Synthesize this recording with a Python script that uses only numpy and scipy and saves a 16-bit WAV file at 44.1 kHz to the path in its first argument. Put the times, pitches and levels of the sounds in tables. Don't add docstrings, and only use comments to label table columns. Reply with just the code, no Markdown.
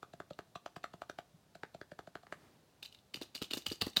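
import sys
import numpy as np
from scipy import signal
from scipy.fft import rfft, irfft, next_fast_len
from scipy.io import wavfile

SR = 44100
rng = np.random.default_rng(int(sys.argv[2]) if len(sys.argv) > 2 else 0)


def transcribe(signal):
    frames = np.atleast_2d(signal).T
    limited = np.clip(frames, -1, 1)
    pcm = np.round(limited * 32767).astype(np.int16)
    wavfile.write(sys.argv[1], SR, pcm)


N = 176400
T = np.arange(SR // 4) / SR

# (frequency [Hz], level [dB])
AIR_SPECTRUM = [(24, -32), (40, -8), (130, -2.5), (412, -11), (680, -11.5), (1270, -19), (2300, -24.5),
                (3930, -22), (16000, -33.5)]
RUSTLE_SPECTRUM = [(60, -4), (140, 8), (600, -2), (2000, -8), (12000, -25)]
# (time [s], level [dB])
RUSTLE_CURVE = [(2.299, -70), (2.36, -66.5), (2.45, -64.5), (2.58, -72.5), (2.8, -77)]
# (delay [s], level [dB])
EARLY_ECHOES = [(.0102, -15), (.0172, -15)]
# (frequency [Hz], t60 [s])
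ROOM_DECAY = [(500, 0.17), (2000, 0.28), (5000, 0.25), (14000, 0.22)]

# (frequency [Hz], level [dB])
HOLLOW_SPECTRUM = [(250, 1), (500, 0), (750, 1), (900, -7.5), (1180, 0.5), (1450, -7), (1700, -1.5),
                   (2600, -22.5)]
KEY_TICK_SPECTRUM = [(1000, -5.5), (2100, -3.5), (2800, 2.5), (4500, 0), (6000, -10), (7500, -7),
                     (9000, -17.5), (12500, -18.5), (16000, -24)]
BAR_CRACK_SPECTRUM = [(1200, -15), (2100, -14.5), (2850, 5), (3250, -8), (3800, -1), (4800, -2),
                      (5500, -21.5), (7000, -19.5)]
WIRE_TICK_SPECTRUM = [(3500, -19), (5500, 11.5), (7500, 6.5), (9300, 2), (10500, -4.5), (13800, 1.5),
                      (16000, -29.5)]
# (frequency [Hz], level [dB], t60 [s])
CAP_MODES = [(1275, -1.5, 0.01), (1468, 0.5, 0.0091), (1835, -8.5, 0.0032)]
RIM_MODES = [(2595, 4.5, 0.0136), (3574, 6, 0.018), (4296, 6.5, 0.011), (6010, -1.5, 0.035),
             (7540, -4, 0.042)]
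BAR_MODES = [(2596, -5, 0.037), (2883, -0.5, 0.015), (3630, 3, 0.017), (4050, 3, 0.022), (4370, -2, .03),
             (4806, 1.5, 0.034), (5090, -17, 0.054)]
WIRE_MODES = [(5350, -16, 0.13), (9270, 5, 0.032), (13600, 6, 0.033)]

# (time [s], level [dB], pitch [Hz])
DESK_BUMPS = [(1.34, -53.5, 157), (3.164, -55.5, 129), (3.53, -50.5, 110), (3.68, -47, 85),
              (3.826, -47.5, 84), (3.976, -48, 140.5)]
# (time [s], level [dB], pitch [Hz], hollow knock [dB])
CASE_THUDS = [(3.148, -49.5, 338, -77), (3.169, -60, 280, -57), (3.2158, -43, 330, -50),
              (3.355, -57, 284, -57.5), (3.419, -41.5, 297, -46), (3.513, -49.5, 310, -52),
              (3.537, -44, 320, -47), (3.572, -43.0, 310, -51), (3.669, -51.5, 234, -51),
              (3.7161, -40, 314, -48.5), (3.821, -44, 223, -38), (3.868, -39, 314, -45.5),
              (3.9713, -45.5, 186, -37)]
# (time [s], cap [dB], case [dB], thump [dB], tick [dB], case pitch [Hz], cap pitch [Hz])
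KEY_PRESSES = [(0.1351, -63, -53.5, -58.5, -63.5, 674, 1570), (0.3067, -57, -47, -54, -61, 572, 1380),
               (0.5551, -46, -50, -56, -56.5, 698, 1307), (0.7634, -49.0, -52, -54, -56.5, 722, 1240),
               (0.9369, -56, -55, -55.5, -63, 676, 1220), (1.552, -60, -55.5, -64, -62, 670, 1440),
               (1.7458, -62.5, -50, -57.5, -61.5, 657, 1550), (1.917, -56, -51, -57, -64.5, 586, 1730),
               (2.073, -60, -53, -59.5, -66, 645, 1490), (2.232, -65, -61.5, -73, -72, 714, 1300)]
# (time [s], level [dB])
CAP_RATTLES = [(0.333, -62.5), (0.5603, -54), (0.8315, -65)]
# (time [s], cap [dB], case [dB], thump [dB], tick [dB], case pitch [Hz],
# cap pitch [Hz], snap pitch [Hz], contact time [s])
KEY_RELEASES = [(0.029, -47.5, -54.5, -55, -60.5, 750, 1410, 2460, 0.00089),
                (0.202, -48, -45.5, -50, -60.5, 656, 1464, 3200, 0.00027),
                (0.39, -47, -46, -49, -57, 660, 1490, 2700, 0.00034),
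                (0.661, -49, -43.0, -60.5, -54.5, 666, 1290, 3000, 0.00068),
                (0.841, -40.5, -43.5, -57, -52.5, 680, 1376, 2750, 0.0024),
                (1.0185, -48, -43.5, -59.5, -57, 676, 1435, 2700, 0.001),
                (1.097, -45, -44.5, -52, -52.5, 605, 1526, 5750, 0.00061),
                (1.1871, -47, -42.5, -54, -55.5, 705, 1410, 3130, 0.00082),
                (1.634, -44.5, -50.5, -49.5, -58, 825, 1490, 2420, 0.00021),
                (1.8142, -49.0, -49.5, -52.5, -61, 567, 1520, 4600, 0.00023),
                (1.9907, -49, -49, -51.5, -58.0, 730, 1480, 3600, 0.00024),
                (2.1541, -47.5, -47, -50.5, -59, 697, 1540, 3120, 0.0004),
                (2.268, -59.5, -65, -68, -70.5, 744, 1385, 2930, 0.0011),
                (2.3246, -44, -44, -53.5, -54.5, 620, 1490, 2510, 0.00031)]
# (time [s], bar [dB], wire [dB], strongest ring [Hz])
BAR_CLACKS = [(2.829, -44.5, -55.5, 4070), (2.8348, -51, -69, 3690), (2.85, -51.5, -70, 2900),
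              (2.8545, -52.5, -69.5, 3050), (2.8595, -50.5, -64, 3990), (2.926, -58, -69, 2940),
              (2.948, -53.5, -80, 3680), (2.989, -65, -82, 3530), (3.1433, -37, -53.5, 3000),
              (3.159, -46, -57, 2800), (3.1704, -59, -66, 2840), (3.2147, -52, -60, 4200),
              (3.222, -43.5, -58, 3960), (3.231, -53, -58, 3640), (3.3507, -43.5, -49.5, 4670),
              (3.357, -44.5, -64, 4700), (3.364, -46, -57, 4250), (3.3789, -51.5, -67, 2900),
              (3.418, -43.5, -51.5, 3960), (3.4246, -38.5, -50.5, 2950), (3.4438, -46.5, -60, 3580),
              (3.51, -38, -56, 2920), (3.516, -43, -58, 2990), (3.5349, -32, -45.5, 2810),
              (3.543, -46, -48.5, 3980), (3.549, -50, -56, 3730), (3.572, -46.5, -48.5, 4070),
              (3.5775, -43, -52.5, 4740), (3.6216, -57.5, -68, 3740), (3.6661, -31, -48.5, 2967),
              (3.676, -58, -51, 2760), (3.7016, -45.5, -54, 2870), (3.719, -42.5, -49.5, 4720),
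              (3.726, -45.5, -56, 4700), (3.757, -59, -72, 3730), (3.8145, -31, -47.5, 4534),
              (3.82, -32.5, -49, 4150), (3.8522, -51, -59, 3700), (3.8663, -46.5, -53.5, 4460),
              (3.8801, -47, -57, 4630), (3.9343, -58.5, -71, 3760), (3.965, -36, -46, 4070),
              (3.9696, -24, -42.5, 3730), (3.9763, -38, -55, 4770), (3.987, -50, -56, 4240)]

CAP_MODES_HZ = 1442
DOWN_THUMP_HZ, UP_THUMP_HZ = 160.6, 405
SLIDE_S = .01


def amp(db):
    return 10 ** (np.asarray(db) / 20)


def along(points, hz):
    freqs, values = np.transpose(points)
    return np.interp(np.log(hz + 1), np.log(freqs + 1), values)


def noise(spectrum, size):
    colour = amp(along(spectrum, np.fft.rfftfreq(size, 1 / SR)))
    x = irfft(rfft(rng.standard_normal(size)) * colour, size)
    return x / x.std()


def unit_hit(x):
    return x * np.sqrt(.01 * SR / (np.sum(x * x) + 1e-20))


def add(track, at, x):
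    i = max(round(at * SR), 0)
    track[i:i + len(x)] += x[:max(N - i, 0)]


def envelope(rise, t60):
    return (1 - np.exp(-T / rise)) * amp(-60 * T / t60)


def ring(hz, rise, t60):
    attack = 1 - np.exp(-(T / rise) ** 2)
    return unit_hit(np.sin(2 * np.pi * hz * T) * attack * amp(-60 * T / t60))


def chime(modes, rise, scatter_db, detune):
    out = np.zeros(len(T))
    for hz, db, t60 in modes:
        level, polarity, pitch = rng.standard_normal(3)
        out += amp(db + scatter_db * level) * np.sign(polarity) * ring(hz * (1 + detune * pitch), rise, t60)
    return unit_hit(out)


def burst(spectrum, rise, t60, chatter_db, chatter_t60):
    knots = T[::64]
    grain_db = 7 * np.interp(T, knots, rng.standard_normal(len(knots)))
    chatter = amp(chatter_db + grain_db) * envelope(rise, chatter_t60)
    return unit_hit(noise(spectrum, len(T)) * (envelope(rise, t60) + chatter))


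def slide(spectrum):
    size = int(SLIDE_S * SR)
    return unit_hit(noise(spectrum, size) * np.linspace(0, 1, size) ** 3)


def room_tone():
    return amp(-69.5) * noise(AIR_SPECTRUM, N)


def room(x, wet_db):
    hz, t, bins = signal.stft(rng.standard_normal(SR // 2), SR, nperseg=256)
    decay = amp(-60 * t / along(ROOM_DECAY, hz)[:, None])
    onset = 1 - np.exp(-t / .0015)
    tail = signal.istft(bins * decay * onset, SR, nperseg=256)[1]
    return x + amp(wet_db) * signal.fftconvolve(x, tail / np.linalg.norm(tail))[:N]


def early_echoes(x):
    bright = signal.sosfilt(signal.butter(1, 800, 'high', fs=SR, output='sos'), x)
    out = x.copy()
    for delay, db in EARLY_ECHOES:
        add(out, delay, amp(db) * bright)
    return out


def handling_rustle():
    times, levels = np.transpose(RUSTLE_CURVE)
    fader_db = np.interp(np.arange(N) / SR, times, levels, left=-np.inf, right=-np.inf)
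    return amp(fader_db) * noise(RUSTLE_SPECTRUM, N)


def desk_bumps():
    out = np.zeros(N)
    for at, db, hz in DESK_BUMPS:
        add(out, at, amp(db - 2) * ring(hz, rise=.0045, t60=.15))
    return out


def case_thuds():
    out = np.zeros(N)
    for at, db, hz, knock_db in CASE_THUDS:
        knock = burst(HOLLOW_SPECTRUM, rise=.0003, t60=.019, chatter_db=-15, chatter_t60=.11)
        hum = ring(hz, rise=.0016, t60=.019) + amp(-7) * ring(1.336 * hz, rise=.00072, t60=.016)
        add(out, at - .002, amp(knock_db) * knock)
        add(out, at, amp(db - .5) * hum)
    return out


def keycap(pitch_hz, rise):
    modes = [(hz * pitch_hz / CAP_MODES_HZ, db, t60) for hz, db, t60 in CAP_MODES]
    return chime(modes, rise, scatter_db=5.5, detune=.028)


def key_presses():
    out = np.zeros(N)
    for at, cap_db, case_db, thump_db, tick_db, case_hz, cap_hz in KEY_PRESSES:
        touch = chime(RIM_MODES, rise=.00089, scatter_db=0, detune=.077)
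        tick = burst(KEY_TICK_SPECTRUM, rise=.00047, t60=.028, chatter_db=-29, chatter_t60=.063)
        thump = ring(DOWN_THUMP_HZ, rise=.003, t60=.053) + amp(-3.5) * ring(364, rise=.0016, t60=.028)
        add(out, at - .0035, amp(tick_db - 4) * touch)
        add(out, at, amp(tick_db) * tick)
        add(out, at, amp(cap_db) * keycap(cap_hz, rise=.0023))
        add(out, at + .0013, amp(case_db + 2.5) * ring(case_hz, rise=.0009, t60=.027))
        add(out, at + .0014, amp(thump_db + 4) * thump)
    return out


def cap_rattles():
    out = np.zeros(N)
    for at, db in CAP_RATTLES:
        add(out, at, amp(db) * chime(RIM_MODES, rise=.000197, scatter_db=1, detune=.043))
    return out


def key_releases():
    out = np.zeros(N)
    for at, cap_db, case_db, thump_db, tick_db, case_hz, cap_hz, snap_hz, contact_s in KEY_RELEASES:
        add(out, at - SLIDE_S, amp(cap_db - 19.5) * slide(HOLLOW_SPECTRUM))
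        add(out, at - SLIDE_S, amp(tick_db - 11) * slide(KEY_TICK_SPECTRUM))
        tick = burst(KEY_TICK_SPECTRUM, rise=.0005, t60=.014, chatter_db=-14, chatter_t60=.05)
        rim = chime(RIM_MODES, contact_s, scatter_db=4.5, detune=.0596)
        snap = ring(snap_hz, contact_s, t60=.0059)
        thump = ring(UP_THUMP_HZ, rise=.00071, t60=.013) + amp(-12) * ring(177, rise=.002, t60=.042)
        add(out, at - .0005, amp(tick_db - 2) * tick)
        add(out, at, amp(tick_db - 5) * (rim + snap))
        add(out, at, amp(cap_db) * keycap(cap_hz, contact_s))
        add(out, at + .00068, -amp(case_db) * ring(case_hz, rise=.00078, t60=.014))
        add(out, at + .001826, amp(thump_db + 2.5) * thump)
    return out


def space_bar():
    out = np.zeros(N)
    for at, bar_db, wire_db, spot_hz in BAR_CLACKS:
        add(out, at - SLIDE_S, amp(bar_db - 12.5) * slide(KEY_TICK_SPECTRUM))
        crack = burst(BAR_CRACK_SPECTRUM, rise=.00018, t60=.0072, chatter_db=-23.5, chatter_t60=.079)
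        bar_ring = chime(BAR_MODES, rise=.0006, scatter_db=2.5, detune=.0086)
        wire_tick = burst(WIRE_TICK_SPECTRUM, rise=.0017, t60=.0033, chatter_db=-19, chatter_t60=.11)
        wire_ring = chime(WIRE_MODES, rise=.0003, scatter_db=2, detune=.02)
        add(out, at - .0003, amp(bar_db - 7) * crack)
        add(out, at - .001, amp(bar_db - 6) * ring(spot_hz, rise=.0012, t60=.011))
        add(out, at - .0005, amp(bar_db - 8) * bar_ring)
        add(out, at - .001, amp(wire_db - 2.5) * wire_tick)
        add(out, at - .0005, amp(wire_db - 9) * wire_ring)
    return out


def scene():
    typing = key_presses() + cap_rattles() + key_releases()
    keys = room(early_echoes(typing), wet_db=-14)
    bar = room(space_bar(), wet_db=-10.5)
    low_end = room(case_thuds() + desk_bumps(), wet_db=-10)
    return (keys + bar + low_end + room_tone() + handling_rustle())[None]


def record(dry):
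    low_cut_hz, high_cut_hz = 54, 16450
    thin = signal.sosfilt(signal.butter(4, low_cut_hz, 'high', fs=SR, output='sos'), dry)
    size = next_fast_len(N + SR // 2)
    passband = np.fft.rfftfreq(size, 1 / SR) < high_cut_hz
    return irfft(rfft(thin, size) * passband, size)[..., :N]


dry = scene()
out = record(dry)
transcribe(out)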